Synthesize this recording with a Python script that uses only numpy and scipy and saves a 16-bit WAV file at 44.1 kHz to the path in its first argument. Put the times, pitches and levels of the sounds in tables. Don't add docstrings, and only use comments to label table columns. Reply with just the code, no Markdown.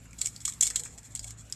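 import sys
import numpy as np
from scipy import signal
from scipy.io import wavfile
from scipy.ndimage import uniform_filter1d

SR = 44100
rng = np.random.default_rng(int(sys.argv[2]) if len(sys.argv) > 2 else 0)


def to_wav(sig):
    pcm = np.clip(np.atleast_2d(sig), -1, 1) * 32767
    pcm = np.round(pcm).astype(np.int16)
    wavfile.write(sys.argv[1], SR, pcm.T)


def nominal_scale(level):
    x = np.asarray(level, float) / 20
    return 10 ** x


N = 68355

# pitch_hz, level_db [dB per Hz]
WASH_SPECTRUM = [(25, -5), (75, -3), (170, -14.5), (320, -20), (700, -18), (2000, -22), (5000, -33),
                 (13000, -62)]
# order [multiple of idle rate], level_db
IDLE_ORDERS = [(1, -61.5), (2, -59.5), (3, -68.5), (4, -74)]
# pitch_hz, width_hz, level_db
CABIN_BOOM = [
    (55.7, 9.9, -65),
    (127.5, 90, -62),
    (256, 57, -68.5),
]
# nearest_s, span_s, pitch_hz, width_hz, level_db
PASSING_VEHICLE = (.8, .17, 450, 140, -65)
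# time_s, level_db
FINGER_RUB = [(0, -70.5), (.12, -63), (.35, -59), (.6, -58), (.75, -74), (1.1, -65), (1.3, -73),
              (1.55, -65)]
# pitch_hz, width_hz, level_db
FILM_MODES = [(1200, 100, -37), (2245, 83, 6), (3410, 210, 7), (4140, 403, 5.5), (5090, 510, 1),
              (11460, 930, -5)]
# start_s, length_s, level_db, dullness_db
SLIP_RUNS = [(0.052, 0.013, -63, 27), (0.1, 0.095, -72, -17), (0.18, 0.03, -44.5, -10),
             (0.204, 0.038, -42.5, 0), (0.245, 0.042, -39, -24), (0.314, 0.075, -54.5, -13),
             (0.4, 0.037, -48.5, 6), (0.477, 0.032, -33, 5.5), (0.499, 0.11, -55.5, -2),
             (0.617, 0.04, -29, -13), (.648, .018, -32, -5), (0.657, 0.033, -38, -26),
             (0.7021, 0.012, -34, 13.5), (0.717, 0.087, -50.5, 15), (0.791, 0.021, -34.5, 6.5),
             (0.834, 0.076, -48.5, 10), (0.854, 0.015, -52.5, 29.5), (0.888, 0.1, -57, 11.5),
             (0.973, 0.03, -49.5, 13.5), (1.034, 0.06, -51.5, 11), (1.096, 0.059, -55.5, -2),
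             (1.221, .04, -48.5, -7), (1.262, 0.046, -45.5, -17), (1.293, 0.038, -52, -11),
             (1.368, 0.082, -54, 4), (1.441, 0.074, -63.5, -7), (1.496, 0.019, -58, 3)]
# delay_s, level_db
BOUNCES = [
    (.0016, -5),
    (.0029, -10),
]
PINCH_TIMES = [.109, .1312, .1875, .2112, .2152, .2158, .2458, .2589, .2716, .3625, .4045, .4526, .4556,
               .4785, .5228, .5366, .5394]
TEAR_TIMES = [.6077, .6099, .6258, .6278, .6318, .6685, .6745, .7022, .7582, .7594, .7646, .8355, .8525,
              .859]
AFTER_TIMES = [.9838, 1.0316, 1.0525, 1.1515, 1.1588, 1.175, 1.1936, 1.1962, 1.2434, 1.3071, 1.499, 1.5245]
# peak_db, film_note_hz, note_db, body_db
PINCH_POPS = [(-40.5, 5000, -9, -9), (-38.5, 2310, 22, 3), (-36, 5100, -5, 3), (-32, 5300, -2, 3),
              (-10.5, 4300, 8, -6), (-25.5, 2140, 18.5, -12), (-29, 5100, 4, 4), (-11, 5600, -7, -25),
              (-14, 5500, -1.5, -12), (-32.5, 4770, 18, 2.5), (-35.5, 5300, 9, -1),
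              (-10.5, 3640, 1.5, -8.5), (-15, 4200, 0, -1), (-25.5, 1200, 17, 9.5), (-30.5, 3500, 12.5, -3),
              (-30, 5700, -4, -3.5), (-36, 5260, -4, -13)]
TEAR_POPS = [(-18.5, 5500, -18, -9), (-2, 6100, -4, -19), (-11.5, 790, -1, -2), (-8.5, 5900, -21, -24),
             (-8.5, 3360, 0, -5.5), (-13, 4000, 1, 0), (-19.5, 5600, -5, 6.5), (-30, 2400, -6, 14.5),
             (-17, 1780, 5, 5.5), (-7.5, 3440, 0, -12), (-25.5, 4080, 21, 10), (-19, 3300, -12, -14),
             (-25, 3750, -8, -10), (-53, 1200, 15, 14)]
AFTER_POPS = [(-35, 5300, 7.5, -2.5), (-43.5, 2500, -2, 3), (-45, 3600, 13, 4), (-16, 5000, -17, -14),
              (-20, 4800, -1, -6), (-34, 4200, 12, 3), (-21, 4930, 9.5, -7), (-29, 5000, -8, -22),
              (-23, 2700, -1.5, -4), (-24.5, 4360, -7, -5.5), (-37.5, 2200, 8, -3), (-32, 5100, 19, 12)]
# pitch_hz, width_hz, level_db
MIC_PORT = [(7283, 1398, 22), (7788, 1180, 21)]

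CABIN_DB, CABIN_T60_S = -26.5, 0.11


def evened(x):
    return x / np.sqrt(np.mean(x ** 2) + 1e-20)


def add(mix, start_s, sound):
    part = mix[max(round(start_s * SR), 0):][:len(sound)]
    part += sound[:len(part)]


def resonate(x, hz, width_hz):
    r = np.exp(-np.pi * width_hz / SR)
    return 2 * signal.lfilter([1 - r], [1, -r * np.exp(2j * np.pi * hz / SR)], x).real


def resonate_twice(x, hz, width_hz):
    return resonate(resonate(x, hz, width_hz), hz, width_hz)


def highpass(x, edge_hz):
    return signal.sosfilt(signal.butter(2, edge_hz, "high", fs=SR, output="sos"), x)


def slow_drift(per_s):
    t = np.arange(N) / SR
    drift = np.zeros(N)
    for f in np.geomspace(.1, 1, num=16):
        drift += np.sin(2 * np.pi * (f * per_s * t + rng.random())) / np.sqrt(f)
    return evened(drift)


def air_wash():
    wash_db, patch_db = -60, 3.5
    frames, hz = N // 512 + 5, np.fft.rfftfreq(2048, 1 / SR)
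    real, imaginary, patches = rng.standard_normal((frames, 1025, 3)).T
    patches = uniform_filter1d(patches, size=16, axis=0)
    patches = evened(uniform_filter1d(patches, size=6, axis=1))
    f, db = np.transpose(WASH_SPECTRUM)
    tilt_db = np.interp(np.log(hz + 1), np.log(f), db, left=-40)[:, None]
    spectrum = (real + 1j * imaginary) * nominal_scale(tilt_db + patch_db * patches)
    noise = signal.istft(spectrum, nperseg=2048, noverlap=1536)[1][:N]
    return nominal_scale(wash_db) * evened(noise)


def drone(hz, width_hz, db):
    return nominal_scale(db) * evened(resonate_twice(rng.standard_normal(N), hz, width_hz))


def passing_vehicle():
    nearest_s, span_s, hz, width_hz, db = PASSING_VEHICLE
    t = np.arange(N) / SR
    return np.exp(-((t - nearest_s) / span_s) ** 2) * drone(hz, width_hz, db)


def engine_hum():
    idle_hz, waver, waver_db = 55.2, .015, 3.5
    turns = np.cumsum(idle_hz * (1 + waver * slow_drift(4.1))) / SR
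    hum = np.zeros(N)
    for order, db in IDLE_ORDERS:
        strength = np.sqrt(2) * nominal_scale(db + waver_db * slow_drift(8.07))
        hum += strength * np.sin(2 * np.pi * (order * turns + rng.random()))
    for hz, width_hz, db in CABIN_BOOM:
        hum += drone(hz, width_hz, db)
    return hum


def finger_rub():
    s, db = np.transpose(FINGER_RUB)
    hiss = highpass(rng.standard_normal(N), 2100)
    return nominal_scale(np.interp(np.arange(N) / SR, s, db) + 3.2 * slow_drift(30.1)) * hiss


def packet_film(tick, body):
    film_db, low_edge_hz = 8, 1740
    rung = tick + sum(nominal_scale(db + film_db) * resonate(body, hz, width_hz) for hz, width_hz, db in FILM_MODES)
    return highpass(rung, low_edge_hz)


def slip_runs():
    slips_per_s, spread_db = 3000, 3.5
    run_db, dull_db, wet_db = -17, -8, -4
    peak_at = .35
    dull_hz, dull_width_hz = 1890, 1370
    t = np.arange(N) / SR
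    happens = rng.random(N) < slips_per_s / SR
    sign = rng.choice([-1., 1.], N)
    size_db = spread_db * np.minimum(rng.exponential(1, N), 3)
    slips = evened(happens * sign * nominal_scale(size_db)) * nominal_scale(run_db)
    bright, dull = np.zeros(N), np.zeros(N)
    for start_s, length_s, db, dullness_db in SLIP_RUNS:
        u = np.clip((t - start_s) / length_s, 0, 1)
        swell = nominal_scale(db) * np.sin(np.pi * u ** (np.log(.5) / np.log(peak_at))) ** 2
        bright += swell
        dull += swell * nominal_scale(dullness_db + dull_db)
    near = packet_film(slips * bright, slips * bright)
    near = near + 4 * resonate_twice(slips * dull, dull_hz, dull_width_hz)
    cabin = rng.standard_normal(6000) * nominal_scale(CABIN_DB + wet_db - 60 * t[:6000] / CABIN_T60_S)
    return near + signal.oaconvolve(near, cabin)[:N]


def crease_snaps():
    snap_db, note_gain_db = -10.5, 10.5
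    crack_t60_s, crack_rise_s, crack_grit = 0.0052, 0.00041, .3
    lead_in_s, lead_in_db = .005, -34
    note_sharpness, note_wet = 6, .7
    ticks, body, notes = np.zeros(N), np.zeros(N), np.zeros(N)
    t = np.arange(6000) / SR
    times = PINCH_TIMES + TEAR_TIMES + AFTER_TIMES
    pops = PINCH_POPS + TEAR_POPS + AFTER_POPS
    chance = rng.standard_normal((len(pops), 2, len(t)))
    lead = t[t < lead_in_s] / lead_in_s
    crack_shape = crack_grit * nominal_scale(-60 * t / crack_t60_s) * np.minimum(t / crack_rise_s, 1)
    cabin_shape = nominal_scale(CABIN_DB - 60 * t / CABIN_T60_S) * np.minimum(t / 0.0047, 1)
    for s, (db, hz, note_db, body_db), (grit, tail) in zip(times, pops, chance):
        crack = crack_shape * grit + (t == 0)
        near, cabin = crack.copy(), cabin_shape * tail
        for k, (delay_s, bounce_db) in enumerate(BOUNCES):
            add(near, delay_s * (1 + 0.17 * np.tanh(tail[k])), nominal_scale(bounce_db) * crack)
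        size = nominal_scale(db + snap_db)
        add(ticks, s - lead_in_s, size * nominal_scale(lead_in_db) * lead ** 2 * grit[-len(lead):])
        add(ticks, s, size * (near + cabin))
        add(body, s, size * nominal_scale(body_db) * (near + cabin))
        note = resonate_twice(near + note_wet * cabin, hz, 200 + hz / note_sharpness)
        add(notes, s, size * nominal_scale(note_gain_db + note_db) * note)
    return packet_film(ticks, body) + notes


def scene():
    packet = crease_snaps() + slip_runs()
    return (packet + air_wash() + engine_hum() + passing_vehicle())[None]


def roll_off(x):
    return signal.sosfilt(signal.butter(12, 14060, fs=SR, output="sos"), x)


def record(dry):
    port = dry + sum(nominal_scale(db) * resonate_twice(dry, hz, width_hz) for hz, width_hz, db in MIC_PORT)
    band_limit = signal.firwin(151, 13070, window=("kaiser", 6), fs=SR)[None]
    mix = signal.oaconvolve(port + finger_rub(), band_limit, "same")
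    return roll_off(mix)


dry = scene()
out = record(dry)
to_wav(out)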